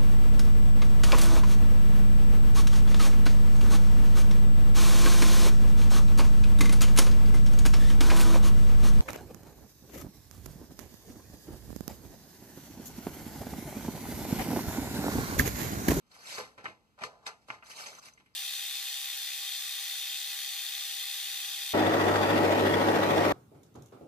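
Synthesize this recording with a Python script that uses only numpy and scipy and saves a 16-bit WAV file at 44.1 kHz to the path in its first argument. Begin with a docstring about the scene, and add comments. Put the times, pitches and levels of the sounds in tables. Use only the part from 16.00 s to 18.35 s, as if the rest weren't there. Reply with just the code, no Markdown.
"""Wooden handloom in a workshop.

Beater and shuttle knock in loose clusters: bursts of contacts ring frame modes under a dry crack.
The reed scrapes the warp in three strokes, the second brief: noise slips hiss and rumble, narrow noise squeaks.
Steady air noise and a sparse-tap room lie around them. A phone-like recorder widens the sound.
"""
import sys
import numpy as np
from scipy import signal
from scipy.fft import rfft, irfft
from scipy.io import wavfile
from scipy.ndimage import uniform_filter1d

SR = 44100
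rng = np.random.default_rng(int(sys.argv[2]) if len(sys.argv) > 2 else 0)


def unload_wav(signal):
    """Save mono or channel-first audio to the path in sys.argv[1] as 16-bit WAV at rate SR, clipped to [-1, 1]."""
    wavfile.write(
        sys.argv[1],
        SR,
        np.round(np.clip(np.atleast_2d(signal).T, -1, 1) * 32767).astype(np.int16),
    )


N = 103635

# Air noise spectrum. Each row: frequency in Hz, relative level in dB.
AIR_SPECTRUM = [(24, -24), (40, -10.5), (135, -8.5), (239, -8.5), (355, -15.5), (693, -24), (1260, -20),
                (1690, -22.5), (3930, -27.5), (15000, -41)]
AIR_DB = -71

# Strokes of the reed along the warp, a list of points each.
# Each point: time in seconds, hiss level in dB, wooden rumble in dB over the hiss.
SCRAPE_STROKES = [
    [(0.05, -106, -12), (0.066, -74.5, -9), (0.09, -79, -2), (0.118, -61, -8), (0.134, -63, -9),
     (0.154, -55.5, -8), (0.178, -61, 0), (0.308, -42.5, -14.5), (0.4, -44, -9), (0.408, -51, -7),
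     (0.5, -79, 12.5)],
    [(1.38, -116, -15), (1.418, -73.5, -3), (1.464, -81, -15), (1.49, -56, -5)],
    [(1.63, -71.5, -4), (1.67, -53, -9), (1.688, -56, -9), (1.706, -44.5, -16.5), (1.74, -53.5, -10),
     (1.802, -43.5, -12), (1.9, -51, -7), (1.92, -54, -4), (1.996, -55.5, -6), (2.004, -70, -13),
     (2.023, -59, -5), (2.029, -53, -20), (2.049, -57, -8), (2.055, -50, -12.5), (2.088, -55, -8),
     (2.11, -68, -5), (2.142, -73.5, -10), (2.152, -77, 1), (2.202, -74, -18), (2.252, -113, -12),
     (2.262, -70.5, -8), (2.29, -110.5, -8), (2.35, -80, -1)],
]
# Hiss spectrum. Each row: frequency in Hz, relative density in dB per Hz.
HISS_SPECTRUM = [(800, -19.5), (1400, -2.5), (2200, 2.5), (3000, -3.5), (4400, 1.5), (6200, -1.5),
                 (8000, -7), (11000, -11), (13500, -16), (15000, -29)]
# Rumble spectrum of the shaken beater. Each row: frequency in Hz, relative density in dB per Hz.
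RUMBLE_SPECTRUM = [(60, -31), (150, -12), (300, -8), (550, 4), (1200, 2.5), (1800, -4), (3000, -45)]
SLIPS_PER_S, SLIP_SPREAD_DB, PATCHY_DB = 1700, 1.5, 3.5

# Room decay. Each row: frequency in Hz, 60 dB decay time in seconds.
ROOM_DECAY = [(150, 0.56), (500, 0.92), (1500, 0.26), (4000, 0.29), (10000, 0.49)]
KNOCK_SEND_DB, SCRAPE_SEND_DB = -17, -13

# Short squeaks of the reed.
# Each row: start in seconds, fade time to 1/e in seconds, frequency in Hz, level before the fade in dB.
SQUEAKS = [(0.113, 0.009, 4360, -57), (0.148, 0.0087, 6360, -57.5), (0.186, 0.026, 4580, -60),
           (0.256, 0.045, 7560, -53.5), (0.322, 0.019, 8700, -53), (2.34, 0.0072, 4800, -66),
           (1.694, 0.037, 4770, -56), (1.76, 0.03, 8340, -55), (1.859, 0.028, 6250, -46.5),
           (1.985, 0.015, 6250, -52.5), (2.05, 0.016, 9160, -59), (2.135, 0.0048, 6200, -53.5),
           (2.136, 0.0031, 8300, -60), (1.945, 0.011, 6200, -50.5)]
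SQUEAK_WIDTH_HZ, SQUEAK_RISE_S = 120, 0.0027

# Knocks of wood on wood. Each row: start in seconds, level in dB, tilt in dB for bass, 460 Hz, 700 Hz,
# 1250 Hz and treble, chatter rise in seconds, chatter fall in seconds.
KNOCKS = [(.114, -80, -24, -1, -5, 1, 11, 0.00053, 0.039),
          (0.3807, -57, 3, 18, 7.5, 10, 7.5, 0.0016, 0.015), (.397, -57, 8.5, -1, -3, 4, 7, 0.0036, 0.042),
          (0.578, -64, 8.5, 10, 6, 2, 0, 0.001, 0.041),
          (0.639, -60, 10.5, 8.5, 11.5, 1, 4.5, 0.0043, 0.037),
          (.655, -57.5, -18, -5.5, -15, 3.5, -13, 0.00107, 0.011),
          (.672, -64.5, 11.5, 5, 3, -3, -0.5, 0.0088, 0.03), (0.977, -75, -15, 17, 15, 6, -3, 0.002, 0.031),
          (0.986, -72, -28, -31, 7, 7.5, 4.5, 0.003, 0.019), (1.001, -69, -5, 6, 11, -1, 0, 0.0087, 0.0099),
          (1.011, -58, 4.5, 0, 7, -5, -1.5, 0.008, 0.026),
          (1.0359, -61, -11, -2.5, -4, 2.5, 1.5, 0.00073, 0.0043),
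          (1.040, -61.5, 4, 13, -3, -3, 8.5, 0.0036, 0.02),
          (1.061, -62, -14, 19.5, 17, 10, 6.5, 0.005, 0.08),
          (1.228, -77.5, -16, 19, 18, 17, 10, 0.001, 0.024),
          (1.256, -72, -9, 5.5, -15, -13, -3, 0.008, 0.0023),
          (1.264, -61, -4.5, -17, 3, -0.5, 10, 0.002, 0.0086),
          (1.271, -61.5, -7, -1, 3.5, -9, 10.5, 0.00096, 0.02),
          (1.279, -62, -28, 3, 7.5, 5.5, -5, .0015, 0.027), (1.303, -72.5, -24, 9, 9, 2, -11, 0.004, 0.028),
          (1.483, -63, 14, 9.5, 12, 7.5, 5.5, 0.0026, 0.04),
          (1.5016, -62, 0, -11.5, -2, 2.5, -10.5, 0.0013, 0.0044),
          (1.510, -63.5, 3.5, 5.5, 7, 2.5, 1.5, 0.0021, 0.037),
          (1.539, -78.5, -5, -14, -5, -7, 4, 0.0043, 0.015),
          (1.624, -73, -16, -11, -2, 2.5, -13.5, 0.0011, 0.012),
          (1.861, -66.5, -13, -18, 2, -12, 6, 0.00043, 0.014),
          (2.174, -81, -5, -7, -11, -7, -7, 0.0014, 0.014),
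          (2.198, -82.5, 2, 0, 0.5, -4, -1, 0.00067, 0.022),
          (2.259, -85, -1, -14, -10, -18, -8, 0.0014, 0.024)]
# Modes of the wooden frame. Each row: frequency in Hz, level before the tilt in dB, 60 dB decay in seconds.
FRAME_MODES = [(135, -4.5, 0.099), (214, 5, 0.016), (443, -1.5, 0.077), (492.8, -1, 0.097), (691, -2, 0.12),
               (877, 2.5, 0.092), (1038, 1, 0.13), (1230, 3, 0.071), (1382, 6, 0.077), (1830, 16, 0.014),
               (2102, 16.5, 0.02), (2448, 9, 0.024), (2690, 3.5, 0.008), (2910, -4, 0.0068)]
# Dry crack of each contact, before the tilt. Each row: frequency in Hz, relative level in dB.
CRACK_SPECTRUM = [(100, -28.5), (500, 7), (1500, 11), (2600, 9.5), (6000, 0), (9000, -9), (15000, -27)]
CRACK_OVER_RING_DB = -1
CHATTER_PER_S, BLOW_GAIN = 12000, 4.4
SOFT_S = 0.0072  # the slower the rise, the softer the blow
DETUNE_RATIO, SPOT_DB = 0.012, 2.5  # spread of mode frequency and level between knocks
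BODY_HZ, KNEE_HZ, TREBLE_HZ, DEEP_DB, DULL_DB = 1950, 3020, 4000, -18, -3.5

# Stereo likeness ahead of the recorder. Each row: frequency in Hz, left-right likeness from 0 to 1.
LIKENESS = [(30, 0.27), (125, 0.7), (500, 0.71), (2000, .92), (6000, 0.82), (8000, 0.3), (12000, 0.25)]
SCATTER_RAD = 1.8
MIC_HZ, WIDEN_S, EDGE_HZ = 28.7, 0.0005701, 15100


def gain_of(db):
    """Amplitude ratio of a level in dB."""
    return 10 ** (np.asarray(db) / 20)


def evened(x):
    """Scales x to unit RMS."""
    return x / np.sqrt(np.mean(x ** 2) + 1e-20)


def read(points, hz):
    """Interpolates a table over log frequency."""
    f, value = np.transpose(points)
    return np.interp(np.log(hz + 1), np.log(f + 1), value)


def add(mix, start_s, sound):
    """Adds a sound in place, cut at the end of the mix."""
    part = mix[round(start_s * SR):][:len(sound)]
    part += sound[:len(part)]


def coloured(x, points):
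    """Filters x by a spectrum in dB, zero phase."""
    hz = np.fft.rfftfreq(x.shape[-1], 1 / SR)
    return irfft(rfft(x) * gain_of(read(points, hz)), x.shape[-1])


def struck(x, points):
    """Filters x by a spectrum in dB, minimum phase: nothing sounds ahead of the blow."""
    hz = np.fft.rfftfreq(len(x), 1 / SR)
    cepstrum = irfft(np.log(gain_of(read(points, hz))), len(x))
    half = len(x) // 2
    cepstrum = cepstrum * np.r_[1, np.full(half - 1, 2), 1, np.zeros(half - 1)]
    return irfft(rfft(x) * np.exp(rfft(cepstrum)), len(x))


def air():
    """Steady two-channel noise with the air spectrum."""
    return gain_of(AIR_DB) * evened(coloured(rng.standard_normal((2, N)), AIR_SPECTRUM))


def scrape():
    """Dense uneven slips of thread on the reed hiss and shake the beater, in drifting patches of colour."""
    t = np.arange(N) / SR
    slip_gain = gain_of(SLIP_SPREAD_DB * np.minimum(rng.exponential(1, N), 3))
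    slipping = rng.random(N) < SLIPS_PER_S / SR
    slips = rng.standard_normal(N) * (0.5 + slip_gain * slipping)

    z = signal.stft(slips, nperseg=256)[2]
    patches = rng.standard_normal(z.shape)
    patches = uniform_filter1d(patches, size=4, axis=0)  # over frequency
    patches = evened(uniform_filter1d(patches, size=6, axis=1))  # over time
    slips = signal.istft(z * gain_of(PATCHY_DB * patches), nperseg=256)[1][:N]

    hiss = evened(coloured(slips, HISS_SPECTRUM))
    rumble = evened(coloured(slips, RUMBLE_SPECTRUM))
    out = np.zeros(N)
    for stroke in SCRAPE_STROKES:
        time_s, hiss_db, rumble_db = np.transpose(stroke)
        level = gain_of(np.interp(t, time_s, hiss_db, -120, -120))
        out += level * (hiss + gain_of(np.interp(t, time_s, rumble_db)) * rumble)
    return out


def room(x):
    """Two tails of sparse random-sign taps, each band dying at its own speed."""
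    taps = np.zeros((2, SR // 2))
    slots = np.arange(120, SR // 2 - 20, 20)
    at = slots + rng.integers(0, 20, (2, len(slots)))
    np.put_along_axis(taps, at, rng.choice([-1., 1.], (2, len(slots))), 1)
    hz, t, z = signal.stft(taps, SR, nperseg=256)
    decay_db = -60 * t / read(ROOM_DECAY, hz)[:, None]
    tail = signal.istft(z * gain_of(decay_db), SR, nperseg=256)[1]
    return signal.fftconvolve(x[None], tail / np.linalg.norm(tail[0]), axes=1)[:, :N]


def squeak(length_s, hz, db):
    """Narrow fuzzy whistle: resonated noise moved up to hz, with a fast start and a fade."""
    t = np.arange(0, 2 * length_s, 1 / SR)
    pole = np.exp(-np.pi * SQUEAK_WIDTH_HZ / SR)
    noise = rng.standard_normal(4096) + 1j * rng.standard_normal(4096)
    waver = signal.lfilter([1], [1, -pole], noise)[-len(t):]
    whistle = evened((waver * np.exp(2j * np.pi * hz * t)).real)
    envelope = np.minimum(t / SQUEAK_RISE_S, 1) * np.exp(-(t / length_s) ** 2)
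    return gain_of(db) * whistle * envelope


def knock(db, bass_db, chest_db, low_db, mid_db, treble_db, rise_s, fall_s):
    """One firm blow amid a burst of small contacts rings the frame, with a dry crack on each contact."""
    t = np.arange(8192) / SR
    chatter, timing, spread = rng.standard_normal((3, len(t)))
    peak_s = max(rise_s, 0.0003)
    fall = np.exp(-np.maximum(t - rise_s, 0) / max(fall_s, 0.001))
    shape = np.minimum(t / peak_s, 1) ** 2 * fall
    contact = abs(timing) < 1.25 * CHATTER_PER_S / SR  # 1.25: normal draws to about that rate
    hits = shape * chatter * (0.1 + contact)
    hits = hits + BLOW_GAIN * np.exp(-rise_s / SOFT_S) * np.sinc((t - peak_s) * SR)

    hz, mode_db, t60_s = np.transpose(FRAME_MODES)[:, :, None]
    spot, shift = spread[:2 * len(FRAME_MODES)].reshape(2, -1, 1)
    mode_gain = gain_of(mode_db + SPOT_DB * spot - 60 * t / t60_s)
    modes = mode_gain * np.sin(2 * np.pi * hz * (1 + DETUNE_RATIO * shift) * t)
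    ring = signal.fftconvolve(hits, modes.sum(0))[:len(t)]
    crack = struck(hits, CRACK_SPECTRUM)
    sound = evened(ring) + gain_of(CRACK_OVER_RING_DB) * evened(crack)

    tilt = [(50, bass_db + DEEP_DB), (310, bass_db), (420, chest_db), (500, chest_db),
            (700, low_db), (1250, mid_db), (BODY_HZ, 0), (KNEE_HZ, 0),
            (TREBLE_HZ, treble_db), (14000, treble_db + DULL_DB)]
    # level holds for the energy packed into rise + fall
    return gain_of(db) * evened(struck(sound, tilt)) * np.sqrt(t[-1] / (rise_s + fall_s))


def paired(a, b):
    """Both channels share a, as alike as LIKENESS; b is phase-scattered and opposite in sign."""
    same = np.clip(read(LIKENESS, np.fft.rfftfreq(N, 1 / SR)), 0, 1)
    drift = uniform_filter1d(rng.standard_normal(len(same)), size=250)
    drift = evened(uniform_filter1d(drift, size=250))
    shared = rfft(a) * np.sqrt((1 + same) / 2)
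    own = rfft(b) * np.sqrt((1 - same) / 2) * np.exp(1j * SCATTER_RAD * drift)
    return irfft(np.array([shared + own, shared - own]), N)


def scene():
    """Sums air, reed, squeaks, knocks and room into two channels."""
    reed = np.array([scrape(), scrape()])
    squeaks, blows = np.zeros(N), np.zeros(N)
    for start_s, *settings in SQUEAKS:
        add(squeaks, start_s, squeak(*settings))
    for start_s, *settings in KNOCKS:
        add(blows, start_s, knock(*settings))
    wet = room(gain_of(KNOCK_SEND_DB) * blows + gain_of(SCRAPE_SEND_DB) * (reed[0] + squeaks))
    a, b = blows + squeaks + reed + wet + air()
    return paired(a, b)


def record(dry):
    """Widener delays and inverts the left channel above 1 / (2 WIDEN_S) Hz; bass cut; band limit."""
    turn_rad = np.maximum(2 * np.pi * np.fft.rfftfreq(N, 1 / SR) * WIDEN_S - np.pi, 0)
    left = irfft(rfft(dry[0]) * np.exp(-1j * turn_rad), N)
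    wide = np.array([left, dry[1]])
    wide = signal.sosfilt(signal.butter(2, MIC_HZ, "high", fs=SR, output="sos"), wide)
    band_limit = signal.firwin(511, EDGE_HZ, window=("kaiser", 9), fs=SR)
    return signal.oaconvolve(wide, band_limit[None], "same")


dry = scene()
out = record(dry)
unload_wav(out)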